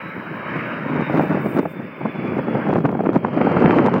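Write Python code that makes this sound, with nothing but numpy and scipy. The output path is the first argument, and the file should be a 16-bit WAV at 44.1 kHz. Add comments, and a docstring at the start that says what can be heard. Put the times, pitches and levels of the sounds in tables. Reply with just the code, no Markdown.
"""The roar of a jet airliner throughout, low over a windy field: noise mottled by the air and echoed by the ground.
Under its whine lies a rush of fan noise; whine and engine tones are blurred sines sinking as it draws level.
Gusts shake the microphone as fluttering noise, brighter the harder they blow, with crackle in the strong ones.
Short buffets slap and thump, bright spikes crack among them; a thin hiss, high-pitched noise, passes early on."""
import sys
import numpy as np
from scipy import signal
from scipy.fft import rfft, irfft
from scipy.io import wavfile
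from scipy.ndimage import uniform_filter1d, minimum_filter1d, map_coordinates

SR = 44100
rng = np.random.default_rng(int(sys.argv[2]) if len(sys.argv) > 2 else 0)


def pcm_store(signal):
    """Save signal as 16-bit PCM."""
    levels = np.round(np.clip(np.atleast_2d(signal), -1, 1) * 32767)
    wavfile.write(sys.argv[1], SR, levels.astype(np.int16).T)


N = 176400
T = np.arange(N) / SR


def amp(db):
    """Decibels to amplitude gain."""
    return 10 ** (np.asarray(db) / 20)


def unit(x):
    """Scales to rms 1."""
    return x / np.sqrt(np.mean(x ** 2) + 1e-20)


def curve(rows):
    """The second column of a table against time, at every sample."""
    return np.interp(T, *np.transpose(rows)[:2])


def colour(rows, hz, axis=1):
    """One column of a spectrum table in dB, on a log-frequency axis."""
    rows = np.array(rows, float)
    return np.interp(np.log(hz + 1), np.log(rows[:, 0]), rows[:, axis])


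def noise(rows, axis=1):
    """Steady noise of the given colour, rms 1."""
    hz = np.fft.rfftfreq(N, 1 / SR)
    white = rfft(rng.standard_normal(N))
    return unit(irfft(white * amp(colour(rows, hz, axis=axis)), N))


def wander(hz):
    """Smooth random motion of rms 1, its spectrum falling to 1/e at the given rate."""
    f = np.fft.rfftfreq(N, 1 / SR)
    slow = np.exp(-(f / hz) ** 2) * (f > 0)  # no constant offset
    return unit(irfft(rfft(rng.standard_normal(N)) * slow, N))


def steady(x, size=1500):
    """Divides a noise by its running level, averaged over windows of size samples, to even it out."""
    power = uniform_filter1d(uniform_filter1d(x ** 2, size), size)
    return x / np.sqrt(abs(power) + 1e-9)


# level of the jet's roar as heard, with its dips, before gain and swell: (time [s], level [dB])
ROAR_LEVEL = [(0, -39), (.25, -37.5), (.42, -36), (.5, -32.5), (.62, -32.5), (.8, -33), (1.05, -35),
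              (1.37, -35), (1.58, -41), (1.64, -45), (1.9, -45.5), (2.28, -39), (2.46, -38.5),
              (2.65, -35.5), (2.8, -49), (2.95, -50), (3.2, -47), (3.4, -36), (3.68, -31.5), (4, -38)]
# roar spectrum, relative: (frequency [Hz], far level [dB per Hz], near level [dB per Hz])
ROAR_COLOUR = [(40.3, -24.5, -20.5), (150, 1.5, 7), (410, -10, 17.5), (580, 10, 19), (710, -3.5, 9),
               (960, 7, 6.5), (1170, 4.5, 8), (1680, 6.5, 3), (1820, 2.5, 0.5), (2300, 0, 0),
               (3050, -11.5, -8), (3260, -23, -23), (3800, -30.5, -33), (4980, -31, -27), (6900, -51, -58),
               (9700, -78, -76)]
ROAR_DB, ROAR_SWELL_DB, ROAR_PATCH_DB = 7, .5, 2  # gain, then rms depth of the two random motions
# the ground echo lags more as the jet climbs in the sky
ECHO_START_S, ECHO_END_S, ECHO_SHARE = 0.00264, 0.0052, 0.09


def roar():
    """Jet noise, mottled by turbulent air and combed by its echo from the ground."""
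    frames, hz = N // 256 + 5, np.fft.rfftfreq(1024, 1 / SR)
    real, imaginary, patches = rng.standard_normal((3, frames, len(hz)))
    # patches of loud and soft, smooth over time and frequency
    patches = uniform_filter1d(patches, size=16, axis=0)
    patches = unit(uniform_filter1d(patches, size=7, axis=1))
    near = np.linspace(0, 1, frames)[:, None]
    far_db, near_db = colour(ROAR_COLOUR, hz, axis=1), colour(ROAR_COLOUR, hz, axis=2)
    db = (1 - near) * far_db + near * near_db
    field = (real + 1j * imaginary) * amp(db + ROAR_PATCH_DB * patches)
    direct = signal.istft(field.T, nperseg=1024, noverlap=768)[1][:N]
    lag = np.linspace(ECHO_START_S, ECHO_END_S, N)
    echo = map_coordinates(direct, [(T - lag) * SR], order=3)
    level_db = curve(ROAR_LEVEL) + ROAR_DB + ROAR_SWELL_DB * wander(7.7)
    return unit(direct + ECHO_SHARE * echo) * amp(level_db)


# the fan's rush, before its random waver: (time [s], level [dB])
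RUSH_LEVEL = [(0, -40), (.25, -55), (.6, -35.5), (.85, -46), (1.05, -37.5), (1.35, -49), (1.65, -48),
              (1.9, -51), (2.05, -43), (2.3, -44), (2.5, -52), (2.65, -51), (2.9, -56.5), (3.5, -46.5),
              (4, -63)]
# rush spectrum, relative: (frequency [Hz], level [dB per Hz])
RUSH_COLOUR = [(1200, -32.5), (1950, -13), (2200, 2), (2420, -3.5), (2680, -12), (3050, -20), (3400, -28),
               (4100, -38.5), (8000, -69)]


def rush():
    """The band of broad fan noise just under the whine, its level wavering by 1 dB rms."""
    return noise(RUSH_COLOUR) * amp(curve(RUSH_LEVEL) + wander(25))


# pitch of the fan whine, before its wobble: (time [s], pitch [Hz])
WHINE_PITCH = [(0, 3905), (.5, 3820), (1.5, 3612), (3, 3255), (3.5, 3158), (4, 3068)]
# level of the whine, before its fading: (time [s], level [dB])
WHINE_LEVEL = [(0, -63), (.55, -67), (1.05, -59.5), (1.3, -58), (1.48, -64), (1.9, -63.5), (2.15, -59),
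               (2.55, -56.5), (2.95, -67), (3.3, -59), (3.65, -48), (4, -61)]
# engine tones, levels against the whine:
# (multiple of whine pitch [ratio], level at start [dB], level at end [dB], width [Hz])
TONES = [(.972, -6, -10, 130), (1.455, -20, -14, 120), (1.315, -19, -15, 150), (1.045, -9, -20, 150),
         (.335, 22, -25, 30)]
WHINE_FADE_DB, WHINE_WOBBLE_HZ, WHINE_BLUR = 1.5, 6, .55  # rms depths; blur as a share of the tone


def whine():
    """A thin fan tone and fuzzier engine tones that sink together and waver in the air."""
    pitch_hz = curve(WHINE_PITCH) + WHINE_WOBBLE_HZ * wander(38)
    phase = 2 * np.pi * np.cumsum(pitch_hz) / SR
    in_step = (1 + WHINE_BLUR * wander(30)) * np.cos(phase)
    across = WHINE_BLUR * wander(28) * np.sin(phase)
    tones = unit(in_step + across)
    for multiple, start_db, end_db, width in TONES:
        blur = wander(width / 2) + 1j * wander(width / 2)
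        fuzzy = unit((blur * np.exp(1j * multiple * phase)).real)
        tones += amp(np.linspace(start_db, end_db, N)) * fuzzy
    return tones * amp(curve(WHINE_LEVEL) + WHINE_FADE_DB * wander(13))


# the thin high hiss, before its flicker: (time [s], level [dB])
HISS_LEVEL = [(0, -65), (1.0, -64.5), (1.12, -61), (1.23, -55), (1.39, -63), (1.47, -48), (1.56, -50),
              (1.63, -56), (1.72, -54.5), (1.82, -68.5), (2.75, -65), (2.9, -66.5), (4, -81)]
# hiss spectrum, relative: (frequency [Hz], level [dB per Hz])
HISS_COLOUR = [(2000, -22), (6800, -7), (8500, 2), (11000, -1.5), (15500, 11.5)]
HISS_FLICKER_DB, HISS_FLICKER_HZ = 2, 45


def hiss():
    """A thin, flickering hiss of noise at the very top of the spectrum."""
    flicker_db = HISS_FLICKER_DB * wander(HISS_FLICKER_HZ)
    return noise(HISS_COLOUR) * amp(curve(HISS_LEVEL) + flicker_db)


# wind strength at the microphone, shared by rumble, rasp and crackle: (time [s], level [dB])
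WIND_STRENGTH = [(0.0, -54), (0.04, -32), (0.09, -31.5), (0.12, -44), (0.17, -27), (0.24, -39.5),
                 (0.31, -28), (0.44, -37), (0.57, -23.5), (0.62, -29.5), (0.77, -30.5), (1.01, -18),
                 (1.05, -29.5), (1.17, -17.5), (1.28, -24), (1.31, -17.5), (1.44, -25), (1.47, -16.5),
                 (1.5, -29.5), (1.59, -15), (1.61, -27), (1.73, -36), (1.8, -26.5), (1.96, -42.5),
                 (2.03, -26), (2.07, -24), (2.13, -39.5), (2.15, -25.5), (2.39, -22), (2.42, -27.5),
                 (2.58, -19), (2.61, -27.5), (2.71, -18), (2.83, -22.5), (2.85, -17), (2.88, -22.5),
                 (3.11, -25.5), (3.13, -23.5), (3.16, -17), (3.21, -30.5), (3.25, -22), (3.32, -26),
                 (3.35, -21), (3.62, -18.5), (3.68, -18), (3.84, -18), (3.88, -14.5), (3.91, -26),
                 (3.94, -16), (4.0, -21.5)]
STRONG_WIND_DB = -20  # the strength about which growth pivots
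RUMBLE_GROWTH, RASP_GROWTH = 1, 1.93  # dB of sound per dB of wind


def wind_db(growth, gain_db):
    """Level of a wind sound that rises by growth dB for each dB of wind strength."""
    return STRONG_WIND_DB + growth * (curve(WIND_STRENGTH) - STRONG_WIND_DB) + gain_db


# wind spectra, relative: (frequency [Hz], rumble level [dB per Hz], rasp level [dB per Hz])
WIND_COLOUR = [(20, -32.5, -61.5), (55.5, -26, -44.5), (97, -7.5, -30.5), (160.6, 1, -26.5), (250, -4, 8),
               (380, -8.5, -0.5), (830, -28, -4.5), (1400, -47.5, -14), (2520, -70, -34.5),
               (4040, -79, -54.5), (7060, -93.5, -85.5)]
RUMBLE_DB, RASP_DB = 0.88, -5  # gains
RUMBLE_FLUTTER_DB, RASP_FLUTTER_DB, FLUTTER_HZ = 3, 4.5, 117


def wind():
    """Eddies shake the microphone: a low rumble, and a fluttering rasp that grows faster with the gust."""
    flutter = wander(FLUTTER_HZ)
    rumble = steady(noise(WIND_COLOUR, axis=1) * amp(RUMBLE_FLUTTER_DB * flutter))
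    rasp = steady(noise(WIND_COLOUR, axis=2) * amp(RASP_FLUTTER_DB * flutter))
    rumble_gain = amp(wind_db(RUMBLE_GROWTH, RUMBLE_DB))
    return rumble * rumble_gain + rasp * amp(wind_db(RASP_GROWTH, RASP_DB))


CRACKLE_DB, CRACKLE_PER_S, CRACKLE_LOW_HZ, CRACKLE_HIGH_HZ = -19, 220, 690, 1507


def crackle():
    """Small eddies snap at random on the microphone port, and stand out only in strong gusts."""
    snaps = rng.standard_normal(N) * (rng.random(N) < CRACKLE_PER_S / SR)
    band = [CRACKLE_LOW_HZ, CRACKLE_HIGH_HZ]
    port = signal.butter(N=2, Wn=band, btype="bandpass", fs=SR, output="sos")
    return unit(signal.sosfilt(port, snaps)) * amp(wind_db(RASP_GROWTH, CRACKLE_DB))


# single hard buffets on the microphone, before the slap and thump gains:
# (time of crest [s], length from crest to 1/e^2 [s], level [dB])
BUFFETS = [(0.553, 0.0066, -39), (0.999, 0.01, -34), (1.099, 0.0018, -10.5), (1.143, 0.0033, -12),
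           (1.196, 0.0026, -4.5), (1.209, 0.0038, -8.5), (1.374, 0.0069, -16), (1.463, 0.01, -24),
           (1.595, 0.0035, -8), (1.632, 0.0043, -16), (1.658, 0.0078, -14.5), (2.014, 0.0089, -19.5),
           (2.057, 0.0083, -14), (2.391, 0.0095, -13.5), (2.484, 0.0024, -11), (2.555, 0.0072, -12),
           (2.671, 0.0021, -12), (2.697, 0.012, -15), (2.759, 0.0017, -8.5), (2.765, 0.0066, -10),
           (2.785, 0.0045, -12), (2.848, 0.0033, -13.5), (2.855, 0.0068, -7.5), (2.891, 0.0069, -14),
           (2.928, 0.003, -15.5), (2.953, .005, -14), (2.994, 0.0032, -13), (3.007, 0.0058, -10),
           (3.039, 0.0023, -13), (3.059, 0.012, -14.5), (3.07, 0.0023, -8), (3.092, 0.0021, -3.5),
           (3.102, 0.0016, -14.5), (3.149, 0.0084, -17.5), (3.165, 0.0046, -6), (3.25, 0.0051, -9.5),
           (3.284, 0.0024, -11), (3.376, 0.0043, -10), (3.415, 0.0088, -8.5), (3.45, 0.0017, -10),
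           (3.472, 0.0053, -7), (3.571, 0.006, -7.5), (3.625, 0.0066, -9), (3.644, 0.0058, -6),
           (3.647, 0.0027, -10), (3.659, 0.0063, -6.5), (3.681, .003, -8), (3.695, 0.0018, -7),
           (3.713, 0.0041, -10), (3.733, 0.0027, -9.5), (3.768, 0.0018, -6), (3.793, 0.0014, -2),
           (3.799, 0.0025, -5), (3.886, 0.0069, -14), (3.943, 0.0027, -7)]
# spectrum of a buffet's slap, relative: (frequency [Hz], level [dB per Hz])
SLAP_COLOUR = [(40, -30), (150, -5), (350, 11.5), (750, 6), (1300, -6.5), (2400, -23.5), (4000, -58.5),
               (7000, -82), (12000, -85)]
SLAP_DB, THUMP_DB = -3, -2.5  # gains
THUMP_S, THUMP_HZ = 0.0083, 212.3  # decay to 1/e, and middle pitch for an eddy of length EDDY_S
EDDY_S, THUMP_SAG = .004, 0.32  # sag: exponent by which a longer eddy lowers the pitch


def buffets():
    """Single hard eddies: a short slap of noise, and a dying thump, lower for a longer eddy."""
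    push, thump = np.zeros(N), np.zeros(N)
    chances = rng.uniform(-1.04, 1, (len(BUFFETS), 2))
    for (s, length, db), (detune, turn) in zip(BUFFETS, chances):
        at = slice(int((s - .03) * SR), int((s + .04) * SR))
        t = T[at] - s
        swell = np.exp(-2 * (t / length) ** 2)
        push[at] += amp(db) * swell
        # the thump builds with the push, then dies away
        ring = np.where(t < 0, swell, np.exp(-abs(t) / THUMP_S))
        hz = THUMP_HZ * (EDDY_S / length) ** THUMP_SAG * (1 + 0.26 * detune)
        thump[at] += amp(db) * ring * np.sin(2 * np.pi * hz * t + np.pi * turn)
    slap = push * steady(noise(SLAP_COLOUR), size=130)
    return amp(SLAP_DB) * slap + amp(THUMP_DB) * thump


# sharp cracks heard among the hard gusts, before the low cut and limiter: (time [s], peak level [dB])
CRACKS = [(1.594, -20), (2.707, -15.5), (2.757, -14), (2.855, -12), (2.892, -17.5), (3.062, -14),
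          (3.102, -23), (3.16, -15), (3.38, -15), (3.415, -6.5), (3.66, -2), (3.709, -0.5), (3.787, -3.5),
          (3.964, -14)]
# spectrum of a crack, relative: (frequency [Hz], level [dB])
CRACK_COLOUR = [(200, -5), (800, 14), (1600, 11.5), (2600, 4.5), (4000, -21.5), (6000, -49), (10000, -62)]


def cracks():
    """Each crack is one short bright spike, placed in time by the phase of its spectrum."""
    hz = np.fft.rfftfreq(N, 1 / SR)
    shape = amp(colour(CRACK_COLOUR, hz, axis=1))
    spikes = sum(amp(db) * np.exp(-2j * np.pi * hz * s) for s, db in CRACKS)
    return irfft(spikes * shape, N) / irfft(shape, N).max()


def scene():
    """The jet, the hiss, the gusts and the cracks at one microphone."""
    jet = roar() + rush() + whine()
    gusts = wind() + crackle() + buffets()
    return (jet + hiss() + gusts + cracks())[None]


CEILING = .7  # share of full scale


def limit(x, size=45):
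    """A fast limiter holds the hardest gusts under the ceiling, its gain smoothed over size samples."""
    gain = CEILING / np.maximum(abs(x), CEILING)
    held = minimum_filter1d(gain, 2 * size + 1)
    return x * uniform_filter1d(uniform_filter1d(held, size), size)


LOW_CUT_HZ, EDGE_HZ, FADE_S = 143, 15850, .004


def record(dry):
    """A low cut, the limiter, a soft start and stop, and the upper band limit."""
    low_cut = signal.butter(2, LOW_CUT_HZ, "highpass", fs=SR, output="sos")
    held = limit(signal.sosfilt(low_cut, dry))
    to_edge_s = np.minimum(T, T[::-1])  # time to the nearer end
    fade = np.sin(np.pi / 2 * np.minimum(to_edge_s / FADE_S, 1)) ** 2
    band = signal.firwin(511, EDGE_HZ, window=("kaiser", 9), fs=SR)
    return signal.oaconvolve(held * fade, band[None], "same")


dry = scene()
out = record(dry)
pcm_store(out)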